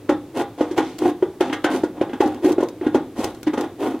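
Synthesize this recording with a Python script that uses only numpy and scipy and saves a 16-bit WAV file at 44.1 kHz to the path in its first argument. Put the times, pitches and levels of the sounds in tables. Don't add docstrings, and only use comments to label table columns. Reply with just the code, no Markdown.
import sys
import numpy as np
from scipy import signal
from scipy.fft import rfft, irfft, next_fast_len
from scipy.io import wavfile
from scipy.ndimage import uniform_filter1d, map_coordinates

SR = 44100
rng = np.random.default_rng(int(sys.argv[2]) if len(sys.argv) > 2 else 0)


def wav_record(signal):
    frames = np.transpose(np.atleast_2d(signal))
    bounded = np.clip(frames, -1, 1)
    quanta = np.round(bounded * 32767).astype(np.int16)
    wavfile.write(sys.argv[1], SR, quanta)


N = 176400

# (frequency [Hz], side level [dB])
STEREO_WIDTH = [(60, -25), (300, -130.5), (700, -37), (1400, -25), (2800, -11.5), (5500, -3), (11000, -1)]
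# (frequency [Hz], level [dB])
RUMBLE_COLOUR = [(25, -18), (49, -26), (107, -6.5), (193, -20.5), (305, -4), (631, -21.5), (850, -23),
                 (1300, -30.5), (3530, -37), (5010, -41), (15500, -46.5)]
# (pitch [Hz], relative level [dB], fade [s])
RING_NOTES = [(99.4, -2, .9), (324.8, -1, 0.2), (399, -11.5, 0.57), (807, 3, 0.3), (1187, -1, 0.47),
              (1443, -1, 0.44), (1500, -5, 0.38)]
# (frequency [Hz], fade [s])
WASH_FADES = [(100, 0.73), (320, 0.43), (800, 0.28), (2000, 0.22), (3700, 0.38), (6000, 0.085),
              (14000, .15)]
# (frequency [Hz], level [dB])
WASH_COLOUR = [(80, -5), (200, 0.5), (320, -14), (630, -5), (800, -6), (2000, -1), (2900, -12),
               (3700, -1.5), (4600, -11.5), (6200, -3), (14000, -16)]
# (time [s], level
# [dB])
TICKS = [(0.7774, -25.5), (0.9837, -29.5), (0.988, -26.5), (1.4073, -28.5), (1.6417, -26.5), (1.7608, -29),
         (2.212, -29), (2.276, -32), (2.345, -37), (2.5192, -27.5), (2.5255, -28), (2.6336, -33.5),
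         (2.686, -30.5), (3.2394, -24.5), (3.2437, -18.5), (3.347, -38), (3.43, -27), (3.6092, -23)]
# (frequency [Hz], level [dB])
TICK_COLOUR = [(500, 17), (2000, 4.5), (3500, 8), (7000, 1), (11000, -3), (16000, -6)]
# (start [s], rise [s],
# hold [s], time to drop 20 dB [s], boom [dB], rasp [dB], hiss [dB], top of the hiss [Hz])
SWELLS = [(0.339, 0.044, 0.034, 0.029, -16.5, -22.5, -39, 14000),
          (0.577, .004, 0.026, 0.3, -32, -31, -47.5, 7960),
          (0.763, 0.016, 0.017, 0.03, -16.5, -20.5, -37.5, 9300),
          (0.814, 0.027, 0.024, 0.21, -31.5, -45.5, -44, 6750),
          (0.985, 0.064, 0.049, 0.031, -17, -26.5, -44, 13900),
          (1.398, 0.054, 0.015, 0.17, -27, -31, -44, 7600),
          (1.643, 0.0051, 0.049, 0.011, -45, -25, -51, 4280),
          (1.693, 0.019, 0.05, 0.082, -21, -27, -40.5, 14000),
          (1.938, 0.036, 0.029, 0.055, -32, -37.5, -72, 3970),
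          (2.204, 0.012, 0.012, 0.18, -16.5, -24.5, -45.5, 9300),
          (2.419, 0.036, 0.048, 0.024, -15, -26.5, -41, 15200),
          (2.583, 0.022, 0.03, 0.043, -31.5, -31, -63, 8000),
          (2.816, 0.023, 0.011, 0.058, -25.5, -30.5, -58, 5900),
          (2.92, 0.0092, 0.073, 0.085, -41, -38.5, -58, 7000),
          (3.149, 0.062, 0.032, 0.12, -22.5, -27, -41, 15000),
          (3.464, 0.005, 0.012, 0.03, -26, -42, -32, 2930),
          (3.57, 0.019, 0.048, 0.068, -22.5, -28, -49.5, 10100),
          (3.78, 0.052, 0.036, 0.12, -17, -25.5, -44, 14000)]
# (frequency [Hz], level [dB])
BOOM_COLOUR = [(40, -55), (90, -27), (115, -20), (150, -31), (210, -22), (265, -0.5), (325, 5.5), (385, -6),
               (520, -17.5), (650, -28), (1500, -55.5)]
RASP_COLOUR = [(200, -51), (400, -1.5), (520, 6.5), (630, -6.5), (720, 5.5), (850, -2), (1050, -5.5),
               (1300, -13), (1600, -15.5), (2100, -21), (3400, -21.5), (5000, -44), (15000, -74)]
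HISS_COLOUR = [(800, -5), (2500, 7.5), (3700, 4.5), (4600, 3), (7000, -2), (11000, -3), (16000, -13)]
# (time [s], pitch [Hz], level [dB], fade [s])
CLANKS = [(0.094, 558, -14, 0.13), (1.055, 730, -12.5, 0.15), (1.646, 1539, -22, 0.3),
          (2.221, 844, -10.5, 0.091), (2.235, 791, -20, 0.34)]
# (time [s], thump level [dB], settled pitch [Hz], thump hold [s],
# overtone level [dB], low crash [dB], middle crash [dB], high crash [dB])
BUCKLES = [(0.0921, -5, 309, 0.0096, -19, -12.5, -24, -29.5),
           (0.1223, -9, 300, 0.0055, -14.5, -33, -64, -46),
           (0.608, -5.5, 298, 0.0073, -2.5, -19.5, -30, -34),
           (0.7106, -12.5, 324, 0.0087, -32, -32, -39.5, -36.5),
           (0.7798, -9, 327, .01, -16, -14, -21, -30.5), (0.8007, -10.5, 304, 0.011, -22, -26.5, -58, -61),
           (1.019, -15, 335, 0.012, -29, -19.5, -43, -46), (1.053, -7.5, 327.5, 0.016, -26, -22, -33, -40),
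           (1.2243, -4.5, 359.5, 0.0075, -12.5, -22, -34.5, -43),
           (1.407, -5, 348, 0.0087, -17.5, -11.5, -21.5, -27.5),
           (1.4976, -16.5, 283, 0.0081, -34, -25.5, -32.5, -49),
           (1.5278, -16.5, 293, 0.0077, -24, -24, -21.5, -27.5),
           (1.6429, -6.5, 309.4, 0.0079, -11.5, -14.5, -18, -25),
           (1.745, -6.5, 334, 0.0034, -17, -19.5, -51, -44), (1.835, -4, 315, 0.0045, -10, -23, -35, -33.5),
           (2.012, -3, 325, 0.0034, -8.5, -15.5, -28.5, -36.5),
           (2.0943, -22, 362, 0.004, -30, -33, -38.5, -51), (2.1325, -17, 262, 0.0089, -22, -26, -34, -43),
           (2.2041, -2.5, 342, 0.0046, -12.5, -16.5, -23.5, -29),
           (2.2562, -9.5, 279, 0.0077, -35, -30, -50, -36),
           (2.4441, -7, 292.5, 0.017, -24, -34, -29, -31.5), (2.507, -9, 312.5, 0.013, -20, -20, -41, -42),
           (2.5816, -3, 333, 0.0042, -9.5, -21, -36, -43), (2.6046, -14, 310, 0.0061, -14, -32.5, -57, -37),
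           (2.6272, -7.5, 341, 0.0046, -10.5, -19, -48, -38),
           (2.8116, -14.5, 337, 0.0087, -24, -39, -40, -50.5),
           (2.865, -4, 292, 0.0066, -15.5, -21.5, -29.5, -40),
           (2.9446, -6, 345, .006, -9.5, -15, -32.5, -29.5), (2.952, -7.5, 277, .011, -16, -28, -35, -52),
           (3.188, -11, 261, 0.0071, -24, -45, -42, -32), (3.4694, -7.5, 304, 0.015, -17, -21, -34, -40),
           (3.5338, -13.5, 286, 0.0073, -20, -19, -31.5, -35),
           (3.5756, -14, 250, 0.0072, -13, -17, -29.5, -33), (3.9417, -16, 303, 0.0083, -40, -45, -57, -69)]
# (bottom [Hz], top [Hz], added level [dB], rise [s], fade [s])
CRASH_BANDS = [(499, 1144, -2, 0.0019, 0.12), (1170, 3760, -0.5, 0.00057, 0.11),
               (4000, 12000, -8, 0.005, 0.09)]
# (frequency [Hz], level [dB])
CRASH_COLOUR = [(400, 13.5), (520, 7), (630, -9), (800, 3), (1100, -5.5), (1600, -5.5), (2200, -12),
                (3300, -13.5), (4500, -21.5), (6300, -25), (8000, -30), (15000, -34.5)]


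def amp(db):
    return 10 ** (np.asarray(db) / 20)


def unit(x):
    return x / np.sqrt(np.mean(x ** 2) + 1e-20)


def along(points, hz):
    frequencies, values = np.transpose(points)
    return np.interp(np.log(hz + 1), np.log(frequencies + 1), values)


def filtered(x, response):
    size = next_fast_len(N + SR // 2)
    return irfft(rfft(x, size) * response(np.fft.rfftfreq(size, 1 / SR)), size)[..., :N]


def coloured(x, colour, low_hz=1, high_hz=SR):
    def response(hz):
        band = 1 / np.sqrt((1 + (low_hz / (hz + 1)) ** 10) * (1 + (hz / high_hz) ** 10))
        mid_and_side = np.array([np.ones_like(hz), amp(along(STEREO_WIDTH, hz))])
        return amp(along(colour, hz)) * band * mid_and_side
    shaped = filtered(x, response)
    return shaped / shaped[0].std()


def noise():
    return rng.standard_normal((2, N))


def wobble(t, per_s):
    return map_coordinates(rng.standard_normal(N // 10), [t * per_s])


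def steadied(x):
    return x / np.sqrt(np.abs(uniform_filter1d(x[0] ** 2, size=500)) + 0.3)


def add(track, start, x):
    i = max(round(start * SR), 0)
    track[i:i + len(x)] += x[:N - i]


def rumble(level_db=-41.5, side_db=-68.5):
    out = amp(level_db) * coloured(noise(), RUMBLE_COLOUR)
    out[1] += amp(side_db) * unit(filtered(noise()[0], lambda hz: 1 / np.sqrt(hz + 20)))
    return out


def sheet_ring(cutting, notes_db=-60.5):
    hz, times, spectrum = signal.stft(rng.standard_normal((2, SR)), SR, nperseg=512)
    decay = amp(-60 * times / along(WASH_FADES, hz)[:, None])
    energy = SR * np.mean(decay ** 2, axis=1, keepdims=True)
    decay *= amp(along(WASH_COLOUR, hz))[:, None] / np.sqrt(energy)
    wash = signal.istft(spectrum * decay, SR, nperseg=512)[1][:, :SR]
    t = np.arange(SR) / SR
    notes = sum(amp(notes_db + db - 60 * t / fade) * np.sin(2 * np.pi * (pitch * t + rng.random()))
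                for pitch, db, fade in RING_NOTES)
    return signal.fftconvolve(cutting, wash + notes, axes=1)[:, :N]


def ticks(rise_s=0.00095, fade_s=0.025):
    t, loudness = np.arange(SR // 10) / SR, np.zeros(N)
    for start, db in TICKS:
        add(loudness, start, amp(db - 60 * t / fade_s) * np.minimum(t / rise_s, 1))
    return loudness * coloured(noise(), TICK_COLOUR)


def slips(per_s=700, spread_db=3, grit=0.46):
    slipping = rng.random(N) < per_s / SR
    clicks = slipping * amp(spread_db * rng.standard_normal(N)) * noise()
    return grit * unit(clicks) + (1 - grit) * noise()


def scrapes_and_tails(bend=0.055, chatter_db=1.5):
    t, out = np.arange(N) / SR, np.zeros((2, N))
    boom, rasp, hiss = [steadied(coloured(slips(), colour))
                        for colour in (BOOM_COLOUR, RASP_COLOUR, HISS_COLOUR)]
    speed = 1 + bend * wobble(t, per_s=14)
    boom = np.array([map_coordinates(channel, [np.cumsum(speed)], mode="wrap") for channel in boom])
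    for start, rise, hold, release, boom_db, rasp_db, hiss_db, top_hz in SWELLS:
        dying_away = amp(-20 * np.maximum(t - start - rise - hold, 0) / release)
        swell = np.clip((t - start) / rise, 0, 1) * dying_away
        soft_hiss = signal.sosfilt(signal.butter(2, top_hz, fs=SR, output="sos"), hiss)
        out += swell * (amp(boom_db) * boom + amp(rasp_db) * rasp + amp(hiss_db) * soft_hiss)
    return out * amp(chatter_db * wobble(t, per_s=160))


def clanks(rise_s=0.002, wander_cycles=0.14):
    t, out = np.arange(SR // 2) / SR, np.zeros((2, N))
    for start, hz, db, fade in CLANKS:
        cycles = hz * t + wander_cycles * wobble(t, per_s=100)
        loudness = amp(db - 60 * t / fade) * (1 - np.exp(-t / rise_s))
        add(out[0], start, loudness * np.sin(2 * np.pi * cycles))
    return out


def thumps(rise_s=0.0023, fade_s=0.032, overtone_ratio=1.606, overtone_fade_s=0.043):
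    sag, sag_s = 0.21, 0.0031
    t, out = np.arange(SR // 4) / SR, np.zeros((2, N))
    for start, db, hz, hold, overtone_db, *_ in BUCKLES:
        phase = 2 * np.pi * hz * (t + sag * sag_s * (1 - np.exp(-t / sag_s)))
        swing = amp(db - 60 * np.maximum(t - hold, 0) / fade_s) * np.sin(phase)
        overtone = amp(overtone_db - 60 * t / overtone_fade_s) * np.sin(overtone_ratio * phase)
        add(out[0], start, np.minimum(t / rise_s, 1) * (swing + overtone))
    return out


def crashes(lead_in_s=0.0061, lead_in_db=-13.5):
    t, out = np.arange(SR // 4) / SR, np.zeros((2, N))
    for band, (low_hz, high_hz, band_db, rise, fade) in enumerate(CRASH_BANDS):
        lead_in = amp(lead_in_db) * (t < lead_in_s + rise) * np.minimum(t / lead_in_s, 1)
        crash = amp(-60 * np.maximum(t - rise, 0) / fade) * np.minimum(t / rise, 1)
        loudness = np.zeros(N)
        for start, _, _, _, _, *crash_db in BUCKLES:
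            gain = amp(crash_db[band] + band_db)
            add(loudness, start - lead_in_s, gain * lead_in)
            add(loudness, start, gain * crash)
        out += loudness * steadied(coloured(noise(), CRASH_COLOUR, low_hz, high_hz))
    return out


def scene(left_lag_s=7e-6):
    cutting = thumps() + crashes() + scrapes_and_tails() + ticks()
    mid, side = cutting + clanks() + sheet_ring(cutting) + rumble()
    side -= left_lag_s * SR / 2 * np.gradient(mid)
    return np.array([mid + side, mid - side])


def record(dry, limit=0.82, low_cut_hz=38, top_hz=15950):
    rounded = dry / (1 + np.abs(dry / limit) ** 6) ** (1 / 6)
    return filtered(rounded, lambda hz: (hz < top_hz) * hz / np.hypot(hz, low_cut_hz))


dry = scene()
out = record(dry)
wav_record(out)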